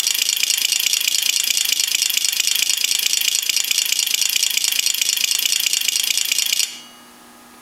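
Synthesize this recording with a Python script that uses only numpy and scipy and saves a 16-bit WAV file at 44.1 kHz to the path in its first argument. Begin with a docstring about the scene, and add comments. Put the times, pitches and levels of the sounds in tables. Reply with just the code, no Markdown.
"""Six relays clicking in turn

Six plug-in relays on a wooden board are switched in turn, close up, about 28 clicks a second, the pace
shifting a little from round to round. Each click is two blows of the armature that ring the relay's
frame and clear cover; the board rings along, a small room answers and a fast limiter pumps.
When the switching stops, the springs ring out over the hum of the bench fans, with one soft tap."""
import sys
import numpy as np
from scipy import signal
from scipy.fft import rfft, irfft
from scipy.io import wavfile
from scipy.ndimage import uniform_filter1d

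SR = 44100
rng = np.random.default_rng(int(sys.argv[2]) if len(sys.argv) > 2 else 0)


def dump(signal):
    """Clip the signal to [-1, 1] and save it as 16-bit WAV at the path in sys.argv[1]."""
    limited = np.clip(np.atleast_2d(signal).T, -1, 1)
    pcm = np.round(limited * 32767).astype(np.int16)
    wavfile.write(sys.argv[1], SR, pcm)


N = 335601


def gain_of(db):
    """Decibels to amplitude."""
    return 10 ** (np.asarray(db) / 20)


def curve_at(points, hz):
    """A curve of (Hz, value) points, joined on a log-frequency axis."""
    point_hz, value = np.transpose(points)
    return np.interp(np.log(hz + 1), np.log(point_hz + 1), value)


def add(mix, start_s, sound):
    """Mixes a sound in, trimming whatever falls outside the mix."""
    at = round(start_s * SR)
    sound = sound[max(-at, 0):]
    part = mix[max(at, 0):][:len(sound)]
    part += sound[:len(part)]


def noise(colour, size):
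    """Noise of rms 1 with the given colour."""
    eq = gain_of(curve_at(colour, np.fft.rfftfreq(size, 1 / SR)))
    coloured = irfft(rfft(rng.standard_normal(size)) * eq, size)
    return coloured / coloured.std()


# Fan air and microphone hiss. Each row: frequency in Hz, relative level in dB.
AIR_COLOUR = [(25, -10), (120, -8), (290, 1), (450, -5.5), (1100, -1), (1500, -6.5), (2100, -6.5),
              (3500, -9.5), (8500, -13), (9900, -9), (13000, -16), (15500, -19), (17000, -30)]
# The hum of fans and motors. Each row: pitch in Hz, rms level in dB.
MOTOR_TONES = [(241.5, -52.5), (310, -61), (362, -61.5), (622, -64.5), (722, -61), (828, -58.5),
               (1244, -56.5), (1345, -63), (1656, -60.5), (1809, -66), (6605, -67), (15135, -65)]

def bench_fans(air_db=-46.5, waver_rad=0.14):
    """The bed: fans and motors hum in slightly wavering tones over a soft rush of air."""
    t = np.arange(N) / SR
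    knots = np.linspace(0, t[-1], num=60)
    out = gain_of(air_db) * noise(AIR_COLOUR, N)
    for hz, db in MOTOR_TONES:
        drift = waver_rad * np.interp(t, knots, rng.standard_normal(len(knots)))
        out += np.sqrt(2) * gain_of(db) * np.sin(2 * np.pi * (hz * t + rng.random()) + drift)
    return out


# The tap's cue. Each row: start in seconds, level in dB.
TAP_CUES = [(7.539, -39)]
# Its dull colour. Each row: frequency in Hz, relative level in dB.
TAP_EQ = [(60, -17), (300, 4), (900, -3), (2800, -14), (6000, -26), (15000, -40)]

def bench_tap(t60=0.066, size=4096):
    """A soft tap on the bench: a dark puff of noise that dies fast."""
    out, t = np.zeros(N), np.arange(size) / SR
    for start, db in TAP_CUES:
        add(out, start, gain_of(db - 60 * t / t60) * noise(TAP_EQ, size))
    return out


# The length of the room's tail. Each row: frequency in Hz, t60 in seconds.
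ROOM_DECAY = [(200, 0.81), (1000, 0.34), (3000, 0.46), (6000, 0.4), (9000, 0.36), (15000, 0.3)]
# The colour of that tail. Each row: frequency in Hz, level in dB against the direct sound.
ROOM_COLOUR = [(200, -10.5), (1200, 0), (1900, -3), (3000, -13.5), (6000, -12), (7200, -15.5), (9500, -9.5),
               (15000, -13)]

def room(direct, first_echo_s=0.005):
    """A small room: a dense tail whose bands die at their own speed."""
    echoes = rng.standard_normal(SR) * (np.arange(SR) / SR > first_echo_s)
    hz, t, bands = signal.stft(echoes, SR, nperseg=256)
    t60 = curve_at(ROOM_DECAY, hz)[:, None]
    unit_energy = np.sqrt(2 * np.log(1000) / (t60 * SR))
    fade = gain_of(curve_at(ROOM_COLOUR, hz)[:, None] - 60 * t / t60)
    tail = signal.istft(bands * unit_energy * fade, SR, nperseg=256)[1]
    return signal.fftconvolve(direct, tail)[:N]


# The shimmer of the springs. Each row: pitch in Hz, relative level in dB, t60 in seconds.
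SPRING_MODES = [(2195, -14, 1.4), (2460, 2, 0.3), (2890, 1, 1.2), (3020, -4, .5), (3160, 5, 0.52),
                (3326, 3, 0.6), (3870, -11, 0.6), (4430, -10, 0.91), (4620, -12, 1.7), (5500, -16, 0.6),
                (6170, -4.5, 1.06), (12639, -4, .15), (12884, -7, .15)]

def springs(clicks, level_db=-47):
    """Every click feeds the springs energy and knocks their phase; in between they ring freely."""
    t, push, out = np.arange(N) / SR, np.zeros(N), np.zeros(N)
    for start, db in clicks:
        add(push, start, [gain_of(db) ** 2])
    hits = np.flatnonzero(push)
    for hz, db, t60 in SPRING_MODES:
        energy_kept = np.exp(-2 * np.log(1000) / (t60 * SR))
        energy = signal.lfilter([1], [1, -energy_kept], push)
        knock = np.zeros(N)
        knock[hits] = np.sqrt(push[hits] / energy[hits]) * rng.standard_normal(len(hits))
        out += gain_of(level_db + db) * np.sqrt(energy) * np.sin(2 * np.pi * hz * t + np.cumsum(knock))
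    return out


# The wooden body under the clicks. Each row: pitch in Hz, t60 in seconds,
# then six relative levels in dB, one for each relay's place on the board.
BOARD_MODES = [(175.6, 0.17, -12, 6, -16, -4, -21, -2), (264, 0.21, 2, -3, -2.5, -16, 0.5, 5.5),
               (316.7, 0.31, 1, 7.5, -10, -13, -19, -15), (453, 0.12, -14, -1, 3, 2.5, 1, 11),
               (795, 0.078, -26, -24, -13, 11.5, 7.5, -24), (835, 0.074, 7, 10, -21, -5, -2.5, -17),
               (1021, 0.059, -36, -3, 12.5, -7, 13.5, 0), (1620, 0.022, -10, -9, -13, 22, -8, 20.5),
               (1848, 0.04, 6, 18, -16, 18.5, 28, 12.5)]

def board_rings(turn, count, level_db=-55):
    """The board's ring for each click of one relay; every click catches the modes in another phase."""
    t = np.arange(SR) / SR
    partials = np.array([gain_of(place_db[turn]) * np.exp((2j * np.pi * hz - np.log(1000) / t60) * t)
                         for hz, t60, *place_db in BOARD_MODES])
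    phases = np.exp(2j * np.pi * rng.random((count, len(partials))))
    return gain_of(level_db) * (phases @ partials).real


# The drag on the tempo. Each entry: milliseconds added to every step of one round.
ROUND_WAITS_MS = [2, 2, 0, 2, 0, 1, 1, 0, 3, 2, 3, 3, 2, 1, 2, 1, 1, 1, 0, 3, 0, 1, 2, 3, 2, 0, 0, 3, 1, 0,
                  0]

def controller_steps(first_s=-.0076, shortest_ms=34.915):
    """The moments when the controller switches the next relay; the first round is already half over."""
    step_ms = shortest_ms + np.repeat(ROUND_WAITS_MS, 6)[3:]
    return first_s + np.r_[0, np.cumsum(step_ms)] / 1000


# Armature travel. Each entry: the seconds one relay needs to reach its contacts.
ARMATURE_TRAVEL_S = [.003, .0022, 0.001265, .0027, .00385, .0027]
# The clicks grow a little quieter towards the end. Each row: time in seconds, level in dB.
CLICK_LEVEL_CURVE = [(0, 5.8), (4.9, 4.5), (6.63, -0.6)]

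def strokes(turn, jitter_s=.00012, scatter_db=0.05):
    """One relay's cues (seconds, level in dB): its armature lands just after every sixth step."""
    switched = controller_steps()[turn::6]
    late, loud = rng.standard_normal((len(switched), 2)).T
    click_db = np.interp(switched, *np.transpose(CLICK_LEVEL_CURVE)) + scatter_db * loud
    return np.c_[switched + ARMATURE_TRAVEL_S[turn] + jitter_s * late, click_db]


# The bright grit of contacts and covers. Each row: frequency in Hz, relative level in dB.
RATTLE_COLOUR = [(40, -32), (300, -20), (1200, -21.5), (1900, -15), (2500, -5), (3200, 3), (3900, -4),
                 (4600, 4.5), (7000, -3.5), (9500, -7), (13500, -9.5), (15500, -23), (17000, -57)]

def blows(modes, rise_s, rattle_db, rattle_t60, count, scatter_db=1.42, slip_rad=0.4, size=4096):
    """Repeats of one armature blow: frame and cover ring, loose parts rattle, never quite alike."""
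    t = np.arange(size) / SR
    hz, t60, db = (column[:, None] for column in modes.T)
    # bending waves reach the cover at different moments, so the modes do not start together
    age = np.maximum(t - 0.0007017 * rng.random(hz.shape), 0)
    envelopes = (1 - np.exp(-age / rise_s)) * gain_of(db - 60 * age / t60)
    partials = envelopes * np.exp(2j * np.pi * (hz * age + rng.random(hz.shape)))
    strength, slip = rng.standard_normal((2, count, len(hz)))
    variation = gain_of(scatter_db * strength) * np.exp(1j * slip_rad * slip)
    tone = (variation @ partials).real
    grit = noise(RATTLE_COLOUR, (count + 1) * size).reshape(-1, size)
    shared = 0.53  # the parts chatter along much the same path at every stroke
    rattle = np.sqrt(shared) * grit[0] + np.sqrt(1 - shared) * grit[1:]
    return tone + rattle * (1 - np.exp(-t / rise_s)) * gain_of(rattle_db - 60 * t / rattle_t60)


# The character of each relay, in switching order. 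Each row: level in dB, lag of the second blow in
# seconds, rise of the first and of the second blow in seconds, relative rattle level of the first and
# of the second in dB, rattle t60 in seconds.
RELAY_VOICES = [(12, .0040, 0.004, 0.00056, -19.5, -11, 0.033),
                (6.5, .0118, 0.00046, 0.00038, -14, -15, 0.067),
                (12, .0084, 0.0002, 0.00092, -16.5, -17, 0.038),
                (10, 0.001316, 0.00032, 0.00052, -17, -21.5, 0.054),
                (5, 0.0053, 0.00075, 0.0006, -17, -17.5, .035),
                (3, 0.005, 0.00063, 0.00065, -21, -13.5, 0.056)]
# The ring of frame and cover, one table a relay. Each row: pitch in Hz, t60 in seconds,
# relative level in dB on the first blow, then on the second.
FRAME_A = [(2310, 0.012, -3.5, -20.5), (2501, 0.022, -8, -39), (2604, 0.0054, 9, -42),
           (2835, 0.054, -19.5, -23.5), (2968, 0.019, 0, -43), (3335, 0.013, -11, -19),
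           (3505, 0.043, -39, -15), (3720, 0.0038, -14, 2), (4910, 0.0032, -1.5, 7), (5930, 0.0024, 3, -32),
           (5735, 0.057, -16, -36), (6480, 0.016, -35, -9.5), (6920, 0.022, -41, -7),
           (6600, 0.015, -18, -34), (7880, 0.026, -33, -20.5), (7596, 0.0066, 1, 2.5),
           (12400, 0.013, -34, -43), (11960, 0.01, -26, -8.5), (12950, 0.0097, -22, -14),
           (14380, 0.007, -19, -6.5), (13500, 0.016, -27, -25.5)]
FRAME_B = [(2450, 0.021, -23, -24), (2810, 0.042, -41, -19), (2873, 0.1, -17.5, -54),
           (2990, 0.055, -34, -40), (3260, 0.052, -21.5, -44), (3373, 0.21, -27, -27),
           (3320, 0.015, -26, -35), (3290, 0.026, -12, -34), (3620, 0.097, -25, -55),
           (4570, 0.027, -27.5, -48), (5015, 0.032, -16.5, -27), (5598, 0.038, -41, -34),
           (5750, 0.062, -19, -46), (5800, 0.071, -32, -21), (6460, 0.011, -20, -10),
           (7230, 0.021, -28, -38), (8000, 0.011, -24, -9.5), (8900, 0.022, -40, -26),
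           (10840, 0.018, -17.5, -32), (11840, 0.016, -16, -45)]
FRAME_C = [(2360, 0.054, -24.5, -31), (2522, 0.058, -23.5, -36), (2774, 0.11, -39.5, -26.5),
           (2865, 0.026, -47, -12.5), (3245, 0.032, -43, -23.5), (3596, 0.057, -25, -45),
           (4194, 0.025, -20.5, -29), (4405, 0.062, -38, -19), (4405, 0.014, -8, -23),
           (4790, 0.085, -49, -22.5), (4990, 0.013, -39, -8), (5460, 0.04, -23, -24),
           (5280, 0.052, -16, -23.5), (5780, 0.0093, -6, -7.5), (5660, 0.13, -21.5, -36),
           (6400, 0.0097, -10.5, -41), (6920, 0.026, -12.5, -52), (8170, 0.0071, -2.5, -9),
           (11240, 0.004, -45, -0.5), (13730, 0.011, -18.5, -22)]
FRAME_D = [(2076, 0.014, -22.5, -47), (2320, 0.081, -33, -29), (2774, 0.072, -24.5, -37),
           (2725, 0.016, -37, -19.5), (3050, 0.0081, -21, -23), (3126, 0.12, -26.5, -28.5),
           (3222, 0.014, -10.5, -5), (3540, 0.079, -32, -25), (4400, 0.14, -45, -30),
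           (4560, 0.052, -41, -24), (5630, 0.021, -13.5, -43), (5860, 0.028, -24, -36),
           (7120, 0.034, -10, -48), (6930, 0.0074, 1, -29), (7000, 0.046, -53, -39),
           (7650, 0.041, -21.5, -41), (7990, 0.044, -20.5, -37), (8700, 0.0057, -9, -30),
           (9750, 0.0037, -8.5, -35), (10240, 0.067, -29, -40)]
FRAME_E = [(2480, 0.02, -43, -14.5), (2765, 0.094, -30, -22), (3070, 0.019, -32, -21),
           (3044, 0.032, -11.5, -42), (3247, 0.012, -3, -12.5), (3357, 0.06, -28, -15.5),
           (4430, 0.033, -21, -27), (5290, 0.01, -20, -10.5), (6250, 0.013, -26, -16),
           (6840, 0.016, -14, -32), (9970, 0.0028, -3.5, 0.5), (10500, 0.04, -37, -31),
           (11150, 0.0042, -22, 1), (12100, 0.074, -43, -27), (12870, 0.0043, -47, 2.5),
           (12560, 0.061, -48, -23), (12760, 0.031, -50, -16), (13577, 0.062, -50, -29),
           (14169, 0.05, -38, -33), (15600, 0.0024, -18, 0.5)]
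FRAME_F = [(2467, 0.037, -48, -18), (2580, 0.015, -51, -20), (2904, 0.023, -36, -16.5),
           (2990, 0.03, -42, -26), (3430, 0.0071, -34, -8.5), (3550, 0.024, -42, -25),
           (4160, 0.039, -27.5, -46), (4900, 0.11, -23, -43), (5037, 0.035, -44, -15),
           (5730, 0.019, -49, -29), (6040, 0.041, -49, -23), (5600, 0.05, -28, -38),
           (6170, 0.029, -44, -15.5), (6240, 0.016, -42, -23), (8880, 0.003, -4.5, -3),
           (10400, 0.04, -31, -39), (12150, 0.027, -42, -23), (13150, 0.0032, -13, -2.5),
           (12700, 0.025, -34, -34), (13433, 0.046, -37, -39)]

def relay(clicks, turn, modes):
    """One relay: the armature touches the contacts, then slams into its stop; the board rings along."""
    level_db, lag_s, touch_rise, slam_rise, touch_grit_db, slam_grit_db, grit_t60 = RELAY_VOICES[turn]
    modes, count = np.array(modes), len(clicks)
    touches = blows(modes[:, [0, 1, 2]], touch_rise, touch_grit_db, grit_t60, count)
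    slams = blows(modes[:, [0, 1, 3]], slam_rise, slam_grit_db, grit_t60, count)
    rings = board_rings(turn, count)
    out = np.zeros(N)
    for (start, click_db), touch, slam, ring in zip(clicks, touches, slams, rings):
        gain = gain_of(level_db + click_db)
        add(out, start, gain * touch)
        add(out, start + lag_s * (1 + .035 * rng.standard_normal()), gain * slam)
        add(out, start, gain * ring)
    return out


def scene():
    """The mono mix: over the bed, each relay sounds dry and through the room; all shake the springs."""
    out, all_clicks = bench_fans() + bench_tap(), []
    for turn, modes in enumerate([FRAME_A, FRAME_B, FRAME_C, FRAME_D, FRAME_E, FRAME_F]):
        clicks = strokes(turn)
        direct = relay(clicks, turn, modes)
        out += direct + room(direct)
        level_db = RELAY_VOICES[turn][0]
        all_clicks += [(start, click_db + level_db) for start, click_db in clicks]
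    return (out + springs(all_clicks))[None]


def record(dry, threshold_db=-11.5, slope=0.93, recovery_db_per_s=95, ceiling=0.75, cutoff_hz=17000):
    """A fast limiter ducks the mix at each loud click; the tallest peaks clip; a low-pass follows."""
    power_db = 10 * np.log10(abs(uniform_filter1d(dry[0] ** 2, size=132)) + 1e-12)
    recovery_db = np.arange(N) * recovery_db_per_s / SR
    held_db = np.maximum.accumulate(power_db + recovery_db) - recovery_db  # jumps up, sinks steadily
    over_db = np.maximum(held_db - threshold_db, 0)
    duck_db = slope * uniform_filter1d(over_db, size=44)
    limited = np.clip(dry / gain_of(duck_db), -ceiling, ceiling)
    low_pass = signal.firwin(255, cutoff_hz, window=("kaiser", 8), fs=SR)
    return signal.oaconvolve(limited, low_pass[None], "same")


dry = scene()
out = record(dry)
dump(out)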